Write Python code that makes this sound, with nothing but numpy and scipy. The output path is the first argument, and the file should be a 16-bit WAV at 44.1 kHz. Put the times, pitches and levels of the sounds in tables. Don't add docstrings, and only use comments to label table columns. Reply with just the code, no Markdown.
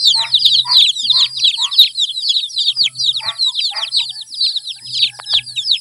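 import sys
import numpy as np
from scipy import signal
from scipy.fft import rfft, irfft
from scipy.io import wavfile
from scipy.ndimage import uniform_filter1d, minimum_filter1d

SR = 44100
rng = np.random.default_rng(int(sys.argv[2]) if len(sys.argv) > 2 else 0)


def generate_wav(sig):
    pcm = np.round(np.clip(np.atleast_2d(sig).T, -1, 1) * 32767).astype(np.int16)
    wavfile.write(sys.argv[1], SR, pcm)


N = 255950
TIME_S = np.arange(N) / SR

# (frequency [Hz], relative density [dB])
AIR_SPECTRUM = [(30, -16), (70, 4.5), (130, -0.5), (240, -2), (350, -12), (800, -12.5), (1800, -12),
                (3000, -7.5), (5000, 9), (7000, -19), (11300, -32), (12500, -31.5), (15000, -10)]
# (time [s], level [dB])
HUM_ENVELOPE = [(0.0, -57), (0.27, -46), (0.76, -50), (0.98, -64), (1.06, -48.5), (1.45, -50), (1.53, -60),
                (2.37, -72), (2.97, -44.5), (3.54, -68), (4.13, -54.5), (4.2, -66.5), (4.73, -67),
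                (4.9, -44), (5.3, -59), (5.35, -42), (5.65, -53), (5.8, -64)]
# (start [s], length [s], start pitch [Hz], end pitch [Hz], relative level [dB])
CROW_NOTES = [(0, .13, 816, 830, -51), (.45, 0.48, 796, 825, -64.5), (1.142, 0.74, 824, 890, -65.5),
              (2.651, 0.13, 572, 618, -50.5), (2.796, 0.57, 655, 628, -59), (4.107, .16, 856, 875, -56.5),
              (4.337, .37, 648, 704, -64), (4.488, 0.14, 824, 823, -52), (4.755, 0.089, 763, 978, -50.5),
              (5.048, 0.38, 833, 839, -47.5), (5.45, 0.24, 827, 835, -61)]
# (start [s], length [s], start pitch [Hz], end pitch [Hz], relative level [dB])
WHINE_NOTES = [(1.37, 0.034, 1064, 1165, -52), (2.147, 0.029, 1133, 1040, -59),
               (3.462, .067, 1085, 937, -39.5), (4, 0.025, 980, 903, -40), (4.054, 0.138, 790, 717, -56.5),
               (4.951, 0.076, 1198, 1074, -54)]
# (start [s], length [s], nominal pitch [Hz], relative level [dB],
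# yelp start pitch [Hz], yelp end pitch [Hz], relative yelp level [dB])
DOG_BARKS = [(0.159, .13, 224.9, -36.5, 888, 929, -34), (0.66, 0.099, 248, -39, 966, 1036, -31),
             (1.136, 0.13, 233.5, -42.5, 990, 1081, -38), (1.587, 0.13, 273.4, -47, 858, 1172, -35.5),
             (3.213, 0.117, 221.6, -34, 902, 860, -37.5), (3.723, 0.11, 213.7, -33.5, 800, 862, -34.5)]
# (centre [Hz], nominal width [Hz], gain [dB])
DOG_FORMANTS = [(666, 50, 4), (780, 140, -3.5), (1133, 140, 6.5), (1350, 92, 6), (1935, 380, 4.5),
                (2340, 140, 4), (5500, 300, -5)]
# (time [s], peak [dB], contact decay [s])
CASE_TAPS = [(2.771, -37, 0.0051), (2.864, -39.5, 0.0078), (5.1903, -23, 0.0008), (5.199, -12, 0.00017),
             (5.329, -24.5, 0.0022), (5.337, -15.5, 0.0028)]
# (time [s], peak [dB], resonance [Hz])
GRIP_BUMPS = [(1.017, -41.5, 233), (2.808, -40, 193), (2.964, -45, 161), (3.029, -64, 305),
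              (3.254, -34.5, 125), (4.297, -51.5, 252), (4.821, -49, 249), (5.042, -44.5, 239),
              (5.319, -39, 57)]
# (pitch [Hz], gain [dB])
PEEP_GAIN = [(2200, 5.5), (2800, 2), (3400, 0), (3900, 0.5), (4400, -2), (4900, -1.5), (5600, -2)]
# (pitch [Hz], gain [dB])
PEEP_OCTAVE_GAIN = [(2800, -8), (3100, -0.5), (3450, 5), (3800, -2), (4400, -1), (5200, -1.5)]
# (start [s], length [s], top pitch [Hz], target pitch [Hz], bend [1 slides, 4 holds the top],
# plunge share of the fall [0-1], relative level [dB], loudest point [0-1], base octave level [dB])
NEAR_PEEPS = [(-0.03, 0.16, 4268, 2970, 2.22, 0.0, -6.5, 0.88, -17.5),
              (-0.02, 0.11, 4890, 3300, 3.54, 0.0, -6, 0.99, -40),
              (-0.015, 0.076, 5550, 4720, 0.6, 0.64, -19, 0.84, -32),
              (0.018, 0.12, 4820, 2790, 2, 0.0, -11, 0.37, -33),
              (0.049, 0.066, 3937, 2940, 1.412, 0.17, -6.5, 0.28, -20),
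              (0.111, 0.13, 4950, 3120, 0.62, 0.35, -10, 0.27, -22),
              (0.159, 0.1, 4208, 1976, 2.6, 0.01, -8.5, 0.11, -17),
              (0.193, 0.13, 4050, 2910, 2.9, 0.04, -24.5, 0.37, -34.5),
              (0.241, 0.21, 5240, 2740, 1.9, 0.06, -24, 0.6, -21),
              (0.245, 0.067, 5100, 4550, 2.4, 0.2, -29, 0.4, -40),
              (0.315, 0.074, 4810, 2790, 0.88, 0.08, -4, 0.52, -42),
              (0.384, 0.12, 4894, 2630, 2.55, 0.0, -13.5, 0.14, -31),
              (0.397, 0.031, 4210, 2610, 0.6, 0.22, -18.5, 0.42, -38),
              (0.397, 0.081, 5314, 2620, 1.54, 0.01, -8.5, 0.76, -30),
              (0.416, 0.15, 4608, 2690, 1.22, 0.39, -8.5, 0.9, -25),
              (0.433, 0.22, 5090, 3510, 1.4, 0.0, -12.5, 0.6, -35),
              (0.435, 0.075, 5327, 4160, 0.45, 0.14, -13, 0.35, -29),
              (0.449, 0.047, 3950, 2680, 0.86, 0.37, -1.5, 0.19, -33.5),
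              (0.477, 0.14, 5140, 3070, 2.5, 0, -23, 0.91, -38),
              (0.536, 0.082, 4493, 3210, 0.7, 0.52, -7.5, 0.76, -38),
              (0.558, 0.044, 4696, 2770, 0.85, 0, -14.5, 0.67, -32),
              (0.655, 0.16, 4997, 3000, 0.72, 0.37, -3.5, 0.91, -27.5),
              (0.663, 0.17, 5010, 2770, 1.45, 0.24, -14.5, 0.85, -34),
              (0.702, 0.12, 4905, 1995, 2.44, 0.12, -8, 0.13, -27.5),
              (0.717, 0.068, 4740, 2820, 0.5, 0.13, -14, 0.7, -44),
              (0.768, 0.15, 5210, 2760, 0.68, 0.28, -7.5, 0.84, -18.5),
              (0.804, 0.065, 4380, 2130, 0.63, 0.36, -2.5, 0.26, -38),
              (0.921, 0.12, 4585, 2940, 0.54, 0.33, -16, 0.66, -10.5),
              (0.93, 0.1, 6020, 5190, 1.14, 0.03, -31, 0.49, -40),
              (0.989, 0.14, 5000, 3020, 2.7, 0.04, -12, 0.91, -36),
              (1.028, 0.05, 3920, 2680, 1.05, 0.01, -13, 0.39, -45),
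              (1.085, 0.0435, 4256, 3080, 1.02, 0.14, -5.5, 0.63, -38),
              (1.108, 0.16, 4955, 2005, 2.5, 0.3, -10.5, 0.82, -34),
              (1.11, 0.1206, 4255, 2580, 1.9, 0.32, -7.5, 0.34, -40),
              (1.115, 0.15, 4313, 2890, 2.6, 0.63, -10.5, 0.78, -31),
              (1.118, 0.073, 5090, 4160, 0.6, 0.03, -10, 0.81, -25),
              (1.138, 0.45, 4920, 4300, 1.5, 0.2, -22, 0.49, -43),
              (1.161, 0.066, 4180, 2530, 2.3, 0, -12.0, 0.67, -14.5),
              (1.214, 0.073, 4930, 3700, 0.77, 0.63, -19.0, 0.73, -34),
              (1.332, 0.13, 5050, 3150, 2.13, 0.46, -13.5, 0.95, -38),
              (1.342, 0.064, 4280, 2060, 2.8, 0.0, -17.5, 0.55, -37),
              (1.39, 0.033, 6220, 5040, 0.91, 0, -20, 0.23, -42),
              (1.397, 0.068, 4360, 3930, 0.602, 0.01, -12, 0.55, -31),
              (1.437, 0.055, 3610, 2490, 1.3, 0.02, -6.5, 0.15, -43),
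              (1.445, 0.074, 4870, 2010, 0.58, 0.46, -6, 0.52, -19.5),
              (1.52, 0.044, 4080, 2340, 0.8, 0.26, -13.5, 0.43, -36),
              (1.538, 0.15, 4670, 2430, 1.95, 0.05, -15, 0.54, -22),
              (1.541, 0.13, 4394, 2630, 1.2, 0.34, -11.5, 0.81, -14),
              (1.605, 0.15, 4980, 3700, 2.6, 0.2, -34, 0.49, -40),
              (1.706, 0.058, 4580, 2670, 0.66, 0.17, -13, 0.57, -39.5),
              (1.711, 0.14, 5259, 1971, 2.6, 0.26, -12, 0.88, -23.5),
              (1.713, 0.17, 4520, 2013, 1.8, 0.76, -11, 0.78, -40),
              (1.762, 0.13, 4440, 2840, 0.6, 0.83, -13, 0.61, -44),
              (1.775, 0.059, 4260, 3400, 1.16, 0.0, 3.5, 0.45, -34.5),
              (1.819, 0.1, 4370, 2950, 0.672, 0.1, -17.5, 0.15, -34.5),
              (1.943, 0.076, 5100, 3700, 2.2, 0.13, -28.5, 0.58, -35),
              (1.948, 0.11, 4370, 2830, 1.16, 0.33, -7.5, 0.82, -18),
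              (1.998, 0.12, 5960, 3010, 0.94, 0.28, -28.5, 0.12, -43),
              (2.044, 0.067, 4090, 2660, 1.73, 0.0, -21, 0.82, -41),
              (2.059, 0.067, 4550, 2900, 0.6, 0.17, -16, 0.78, -43.5),
              (2.118, 0.12, 4420, 2790, 0.64, 0.57, -16, 0.45, -18.5),
              (2.202, 0.12, 4880, 2650, 2.1, 0.0, -14.5, 0.37, -29),
              (2.235, 0.14, 5000, 2920, 2.2, 0.0, -19.5, 0.82, -24),
              (2.244, 0.086, 5330, 4740, 1.2, 0.0, -17.5, 0.7, -38),
              (2.248, 0.082, 5016, 2600, 1.27, 0.0, -12.5, 0.26, -41),
              (2.285, 0.05, 3610, 2840, 1.43, 0.02, -8, 0.26, -20.5),
              (2.332, 0.084, 5140, 3200, 0.55, 0.13, -13, 0.64, -34),
              (2.331, 0.077, 4650, 2360, 0.92, 0.32, -8, 0.48, -33),
              (2.371, 0.095, 4750, 2970, 2, 0.0, -21, 0.55, -32),
              (2.395, 0.097, 4170, 3140, 0.57, 0.3, -16, 0.51, -38),
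              (2.486, 0.118, 6040, 2900, 0.9, 0.5, -25.5, 0.2, -26),
              (2.518, 0.0893, 5080, 2760, 1.3, 0.04, -16.5, 0.83, -44.5),
              (2.526, 0.12, 4430, 2880, 1.01, 0.38, -12, 0.73, -21.5),
              (2.544, 0.14, 4775, 2370, 0.8, 0.63, -21.5, 0.88, -33),
              (2.573, 0.093, 4890, 3500, 1.8, 0.56, -14, 0.55, -30),
              (2.602, 0.13, 4890, 2540, 2.77, 0.0, -12, 0.69, -34),
              (2.657, 0.052, 3860, 2930, 2, 0.15, -6.5, 0.63, -33),
              (2.681, 0.15, 4700, 4200, 2.5, 0.6, -36, 0.93, -38),
              (2.753, 0.13, 5028, 2000, 2.18, 0.07, -7, 0.47, -48),
              (2.81, 0.064, 4420, 2006, 0.628, 0.53, -9, 0.81, -18.5),
              (2.821, 0.072, 4076, 2000, 0.74, 0.01, -23.5, 0.21, -41),
              (2.951, 0.14, 4714, 2690, 0.82, 0.46, -13, 0.83, -21),
              (2.98, 0.14, 4840, 3150, 2.2, 0.0, -12.5, 0.19, -28),
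              (2.982, 0.088, 5840, 3600, 1.27, 0.28, -22, 0.21, -38),
              (3.065, 0.059, 4350, 2880, 0.73, 0.27, -6, 0.44, -30.5),
              (3.127, 0.084, 5410, 1980, 0.65, 0.31, -11.5, 0.45, -30),
              (3.196, 0.12, 4915, 3000, 2.08, 0.04, -13.5, 0.845, -28.5),
              (3.27, 0.15, 4760, 4620, 2.7, 0.5, -36, 0.56, -40),
              (3.376, 0.14, 4647, 3240, 0.56, 0.32, -10, 0.77, -19.5),
              (3.386, 0.081, 4633, 3800, 0.6, 0.05, -7.5, 0.42, -30),
              (3.416, 0.059, 5810, 4470, 1.5, 0.1, -31.5, 0.19, -38),
              (3.514, 0.067, 5170, 3080, 0.66, 0.03, -20.5, 0.67, -38),
              (3.516, 0.095, 5310, 1970, 1.1, 0.31, -14, 0.83, -38),
              (3.535, 0.17, 4940, 2620, 0.56, 0.32, -18, 0.76, -20.5),
              (3.592, 0.13, 5040, 3380, 1.4, 0.0, -15.5, 0.15, -23.5),
              (3.632, 0.11, 4910, 1984, 0.75, 0.47, -14, 0.16, -36),
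              (3.727, 0.065, 4690, 2016, 1.9, 0.42, -26.5, 0.51, -26),
              (3.75, 0.056, 5023, 3470, 1.16, 0.68, -11, 0.7, -38),
              (3.785, 0.11, 6150, 2900, 1.73, 0.08, -21.5, 0.94, -40),
              (3.798, 0.058, 4660, 1950, 0.63, 0.33, -14, 0.66, -31),
              (3.908, 0.15, 4350, 3420, 1.6, 0.04, -13, 0.41, -14.5),
              (3.914, 0.14, 4220, 2710, 0.6, 0.72, -16.5, 0.77, -38),
              (3.916, 0.094, 5170, 2020, 1.21, 0.25, -8.5, 0.56, -45),
              (3.937, 0.098, 4800, 2570, 1.8, 0.02, -12.5, 0.35, -30),
              (3.946, 0.17, 5020, 2780, 2.3, 0.43, -18.5, 0.95, -40),
              (4.035, 0.2, 4730, 2820, 3.7, 0.8, -23, 0.93, -27.5),
              (4.261, 0.1, 5910, 3020, 1.78, 0.03, -23.5, 0.87, -40),
              (4.342, 0.16, 5410, 3350, 0.6, 0.31, -9.5, 0.76, -21.5),
              (4.405, 0.0684, 4080, 2020, 2.4, 0.51, -9.5, 0.13, -40.5),
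              (4.427, 0.11, 5030, 3370, 2.2, 0.0, -14, 0.64, -29.5),
              (4.504, 0.088, 4990, 3000, 1.15, 0.2, -14, 0.8, -30),
              (4.594, 0.13, 4363, 2540, 1.8, 0.39, -20.0, 0.97, -45.5),
              (4.629, 0.095, 5220, 2710, 1.52, 0.04, -20.5, 0.83, -42),
              (4.669, 0.13, 5970, 1980, 1.63, 0.04, -30.5, 0.33, -26),
              (4.808, 0.19, 5077, 2040, 3.9, 0.5, -19, 0.88, -17),
              (4.827, 0.23, 5330, 2940, 0.81, 0.2, -20, 0.97, -51),
              (4.828, 0.067, 4780, 2380, 1.13, 0, -33, 0.7, -35),
              (4.871, 0.1, 4200, 2640, 2, 0.0, -23, 0.85, -13),
              (4.911, 0.14, 4223, 2000, 3.5, 0.22, -19, 0.92, -52),
              (4.923, 0.11, 5050, 1990, 2.4, 0.7, -12.5, 0.76, -27),
              (4.948, 0.14, 4720, 2000, 1.03, 0.38, -23.5, 0.89, -20),
              (4.976, 0.13, 4607, 1995, 2.6, 0.46, -13, 0.39, -21.5),
              (5.009, 0.066, 3884, 2920, 1.8, 0.21, -5.5, 0.35, -49.5),
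              (5.125, 0.13, 6000, 2620, 2.05, 0.05, -31, 1, -19),
              (5.257, 0.14, 5200, 1998, 2.25, 0.12, -11.5, 0.81, -27),
              (5.263, 0.087, 4165, 2880, 0.91, 0.23, -15.0, 0.77, -38),
              (5.287, 0.14, 5230, 2590, 1.4, 0.19, -19, 0.13, -30),
              (5.331, 0.069, 4335, 2005, 0.66, 0.42, -6.5, 0.26, -36),
              (5.428, 0.15, 4975, 3660, 1.48, 0, -23.5, 0.4, -11.5),
              (5.435, 0.1, 4980, 3250, 0.91, 0, -37, 0.5, -30),
              (5.555, 0.035, 3640, 2250, 0.76, 0.0, -21.5, 0.51, -11),
              (5.559, 0.082, 4130, 3190, 0.63, 0.09, -12.5, 0.26, -18.5),
              (5.62, 0.11, 5358, 3510, 2.26, 0.01, -8, 0.96, -49.5),
              (5.664, 0.1, 5426, 2080, 0.7, 0.3, -14.5, 0.8, -28),
              (5.704, 0.071, 4207, 2014, 0.73, 0.52, -8, 0.22, -34),
              (5.747, 0.076, 5500, 4680, 0.87, 0, -24.5, 0.4, -30)]


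def undb(db):
    return 10 ** (np.asarray(db) / 20)


def unit_rms(x):
    return x / np.sqrt(np.mean(x ** 2) + 1e-20)


def add(out, start_s, x):
    i = int(round(start_s * SR))
    x, i = x[max(-i, 0):], max(i, 0)
    out[i:i + len(x)] += x[:max(N - i, 0)]


def ring(x, hz, width_hz, stages):
    for _ in range(stages):
        x = signal.lfilter(*signal.iirpeak(hz, hz / width_hz, fs=SR), x)
    return x


def walk(rate_hz, size=N):
    step = max(int(SR / rate_hz), 1)
    return 1.2 * uniform_filter1d(np.repeat(rng.standard_normal(size // step + 1), step), step)[:size]


def phase_rad(hz):
    return 2 * np.pi * np.cumsum(hz) / SR


def swell(u, edge):
    return np.sin(np.pi / 2 * np.clip(np.minimum(u, 1 - u) / edge, 0, 1)) ** 2


def scatter(x, t60_s, wet_db, delay_s):
    t = np.arange(SR) / SR
    tail = rng.standard_normal(SR) * undb(-60 * t / t60_s) * np.clip(t / delay_s - 1, 0, 1)
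    return x + undb(wet_db) * signal.fftconvolve(x, tail / np.linalg.norm(tail))[:N]


def noise_band(hz, half_width_hz):
    lowpass = signal.butter(3, half_width_hz, fs=SR, output="sos")
    real, imag = (unit_rms(signal.sosfilt(lowpass, rng.standard_normal(N))) for _ in range(2))
    return unit_rms(np.real((real + 1j * imag) * np.exp(2j * np.pi * hz * TIME_S)))


def air(level_db=-54):
    hz, db = np.transpose(AIR_SPECTRUM)
    colour = undb(np.interp(np.log(np.fft.rfftfreq(N, 1 / SR) + 1), np.log(hz), db))
    noise = irfft(rfft(rng.standard_normal(N)) * colour, N)
    return unit_rms(noise) * undb(level_db + walk(5.48))


def insects(shrill_db=-45, trill_db=-50, chorus_db=-51, stroke_hz=18, trill_hz=8080, sweep_hz=800):
    shrill = noise_band(hz=10330, half_width_hz=480) * undb(shrill_db + 0.27 * walk(31))
    stroke = phase_rad(stroke_hz * (1 + .08 * walk(5))) / (2 * np.pi) % 1
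    pitch_hz = trill_hz + sweep_hz * (stroke - .5) + 130 * walk(1200)
    trill = unit_rms(np.sin(phase_rad(pitch_hz)) * swell(stroke, 1.0)) * undb(trill_db)
    chorus = noise_band(hz=8300, half_width_hz=750) * undb(chorus_db + walk(29))
    return shrill + trill + chorus


def hum(start_hz=130, end_hz=122.5, octave_db=-21, rumble_db=-8, flutter_db=0.5):
    phase = phase_rad(np.linspace(start_hz, end_hz, N))
    tone = unit_rms(np.sin(phase) + undb(octave_db + 3.9 * walk(5.5)) * np.sin(2 * phase))
    rumble = unit_rms(ring(rng.standard_normal(N), hz=125, width_hz=59, stages=2))
    level_db = np.interp(TIME_S, *np.transpose(HUM_ENVELOPE)) + flutter_db * walk(22)
    return (tone + undb(rumble_db) * rumble) * undb(level_db)


def far_notes(notes, fundamental_db, octave_db, waver, flicker_db):
    out = np.zeros(N)
    for start_s, length_s, from_hz, to_hz, db in notes:
        size = int(length_s * SR)
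        u = np.linspace(0, 1, size)
        phase = phase_rad(np.linspace(from_hz, to_hz, size) * (1 + waver * walk(450, size)))
        note = undb(fundamental_db) * np.sin(phase) + undb(octave_db) * np.sin(2 * phase)
        add(out, start_s, note * swell(u, 0.13) * undb(db + flicker_db * walk(39.2, size)))
    return scatter(out, t60_s=0.059, wet_db=-1.5, delay_s=0.011)


def roosters():
    return far_notes(CROW_NOTES, fundamental_db=-9, octave_db=-4, waver=.026, flicker_db=6)


def whines():
    return far_notes(WHINE_NOTES, fundamental_db=-6, octave_db=-37, waver=0.016, flicker_db=5.5)


def dog(jitter=0.026, arch=0.1508, yelp_waver=0.033, yelp_octave_db=-19.5, yelp_lead_s=.02, gain_db=1):
    out = np.zeros(N)
    for start_s, length_s, hz, db, from_hz, to_hz, yelp_db in DOG_BARKS:
        size = int(length_s * SR)
        u = np.linspace(0, 1, size)
        phase = phase_rad(hz * (1 + arch * (np.sin(2 * u) - .75) + jitter * walk(300, size)))
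        pulses = unit_rms(sum(np.cos(k * phase) for k in range(1, 13)))
        rasp = rng.standard_normal(size) * (1 + np.cos(phase))
        bark = sum(undb(formant_db) * ring(pulses + rasp, formant_hz, 1.06 * width_hz, stages=2)
                   for formant_hz, width_hz, formant_db in DOG_FORMANTS)
        add(out, start_s, unit_rms(bark * swell(u, 0.29)) * undb(db))
        yelp_phase = phase_rad(np.linspace(from_hz, to_hz, size) * (1 + yelp_waver * walk(231, size)))
        yelp = np.sin(yelp_phase) + undb(yelp_octave_db) * np.sin(2 * yelp_phase)
        add(out, start_s - yelp_lead_s, unit_rms(yelp * swell(u, 0.25)) * undb(yelp_db))
    return scatter(out, t60_s=0.21, wet_db=-2, delay_s=0.0071) * undb(gain_db)


def knock(peak_db, hz, width_hz, contact_s):
    t = np.arange(SR // 5) / SR
    push = rng.standard_normal(len(t)) * np.exp(-t / contact_s)
    body = ring(push, hz, width_hz, stages=3)
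    return body / np.abs(body).max() * undb(peak_db)


def handling():
    out = np.zeros(N)
    for start_s, peak_db, contact_s in CASE_TAPS:
        add(out, start_s, knock(peak_db, hz=1050, width_hz=1750, contact_s=contact_s))
    for start_s, peak_db, hz in GRIP_BUMPS:
        add(out, start_s, knock(peak_db, hz, width_hz=0.45 * hz, contact_s=0.019))
    return out


def peep_pitch_hz(u, length_s, top_hz, target_hz, bend, plunge, floor_hz=2190, scoop_hz=168, scoop_s=.008):
    fall = (1 - plunge) * u ** bend + plunge * u ** 8
    hz = np.maximum(top_hz - (top_hz - target_hz) * fall, floor_hz)
    hz -= scoop_hz * np.exp(-u * length_s / scoop_s)
    return hz * (1 + 0.0039 * walk(400, len(u)) + 0.01096 * walk(111.23, len(u)))


def peep(length_s, top_hz, target_hz, bend, plunge, level_db, loudest, octave_db,
         rise_db=20, fall_db=18.5, swell_power=1.336, flutter_db=1.94,
         fourth_db=-57, rasp_db=-32, attack_s=0.0028, release_s=.0049):
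    size = int(length_s * SR)
    u = np.linspace(0, 1, size)
    hz = peep_pitch_hz(u, length_s, top_hz, target_hz, bend, plunge)
    loudest = np.clip(loudest, .05, .95)
    before_peak = np.clip(1 - u / loudest, 0, 1)
    after_peak = np.clip((u - loudest) / (1 - loudest), 0, 1)
    db = level_db - rise_db * before_peak ** swell_power - fall_db * after_peak ** swell_power
    db += np.interp(hz, *np.transpose(PEEP_GAIN)) + flutter_db * walk(200, size)
    phase = phase_rad(hz) + rng.uniform(0, 2 * np.pi)
    octave = undb(octave_db + np.interp(hz, *np.transpose(PEEP_OCTAVE_GAIN))) * np.sin(2 * phase)
    fourth = undb(fourth_db) * np.sin(4 * phase)
    rasp = undb(rasp_db) * uniform_filter1d(walk(1600, size), size=28) * np.sin(1.166 * phase)
    gate = np.clip(np.minimum(u / attack_s, (1 - u) / release_s) * length_s, 0, 1)
    return (np.sin(phase) + octave + fourth + rasp) * undb(db) * np.sin(np.pi / 2 * gate) ** 2


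def chicks(answers=110, answer_s=.1, far_db=-34, spread_db=4, far_ratio=1.06, ratio_span=0.34, far_bend=2):
    out = np.zeros(N)
    for start_s, *call in NEAR_PEEPS:
        add(out, start_s, peep(*call))
    _, length_s, top_hz, target_hz, _, plunge, _, loudest, octave_db = np.median(NEAR_PEEPS, axis=0)
    for caller, lag, stretch, height, nearness in rng.random((answers, 5)):
        start_s = NEAR_PEEPS[int(caller * len(NEAR_PEEPS))][0] + answer_s * lag
        pitch_ratio = far_ratio + ratio_span * (height - .5)
        db = far_db + spread_db * (2 * nearness - 1)
        answer = peep(length_s * (.5 + .6 * stretch), top_hz * pitch_ratio, target_hz * pitch_ratio,
                      far_bend, plunge, db, loudest, octave_db)
        add(out, start_s, answer)
    pen = scatter(out, t60_s=0.017, wet_db=-10.5, delay_s=0.0011)
    return scatter(pen, t60_s=0.12, wet_db=-21, delay_s=0.00093)


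def scene():
    return (chicks() + dog() + roosters() + whines() + handling() + hum() + insects() + air())[None]


def record(dry):
    threshold, window_samples = 1.36, 265
    low_cut_hz, high_cut_hz = 48, 15700
    duck = minimum_filter1d(1 / np.maximum(np.abs(dry) / threshold, 1), size=window_samples)
    limited = dry * uniform_filter1d(duck, size=window_samples)
    clipped = limited / (1 + np.abs(limited) ** 20) ** (1 / 20)
    thinned = signal.sosfilt(signal.butter(2, low_cut_hz, "high", fs=SR, output="sos"), clipped)
    return signal.sosfilt(signal.ellip(8, .2, 70, high_cut_hz, fs=SR, output="sos"), thinned)


dry = scene()
out = record(dry)
generate_wav(out)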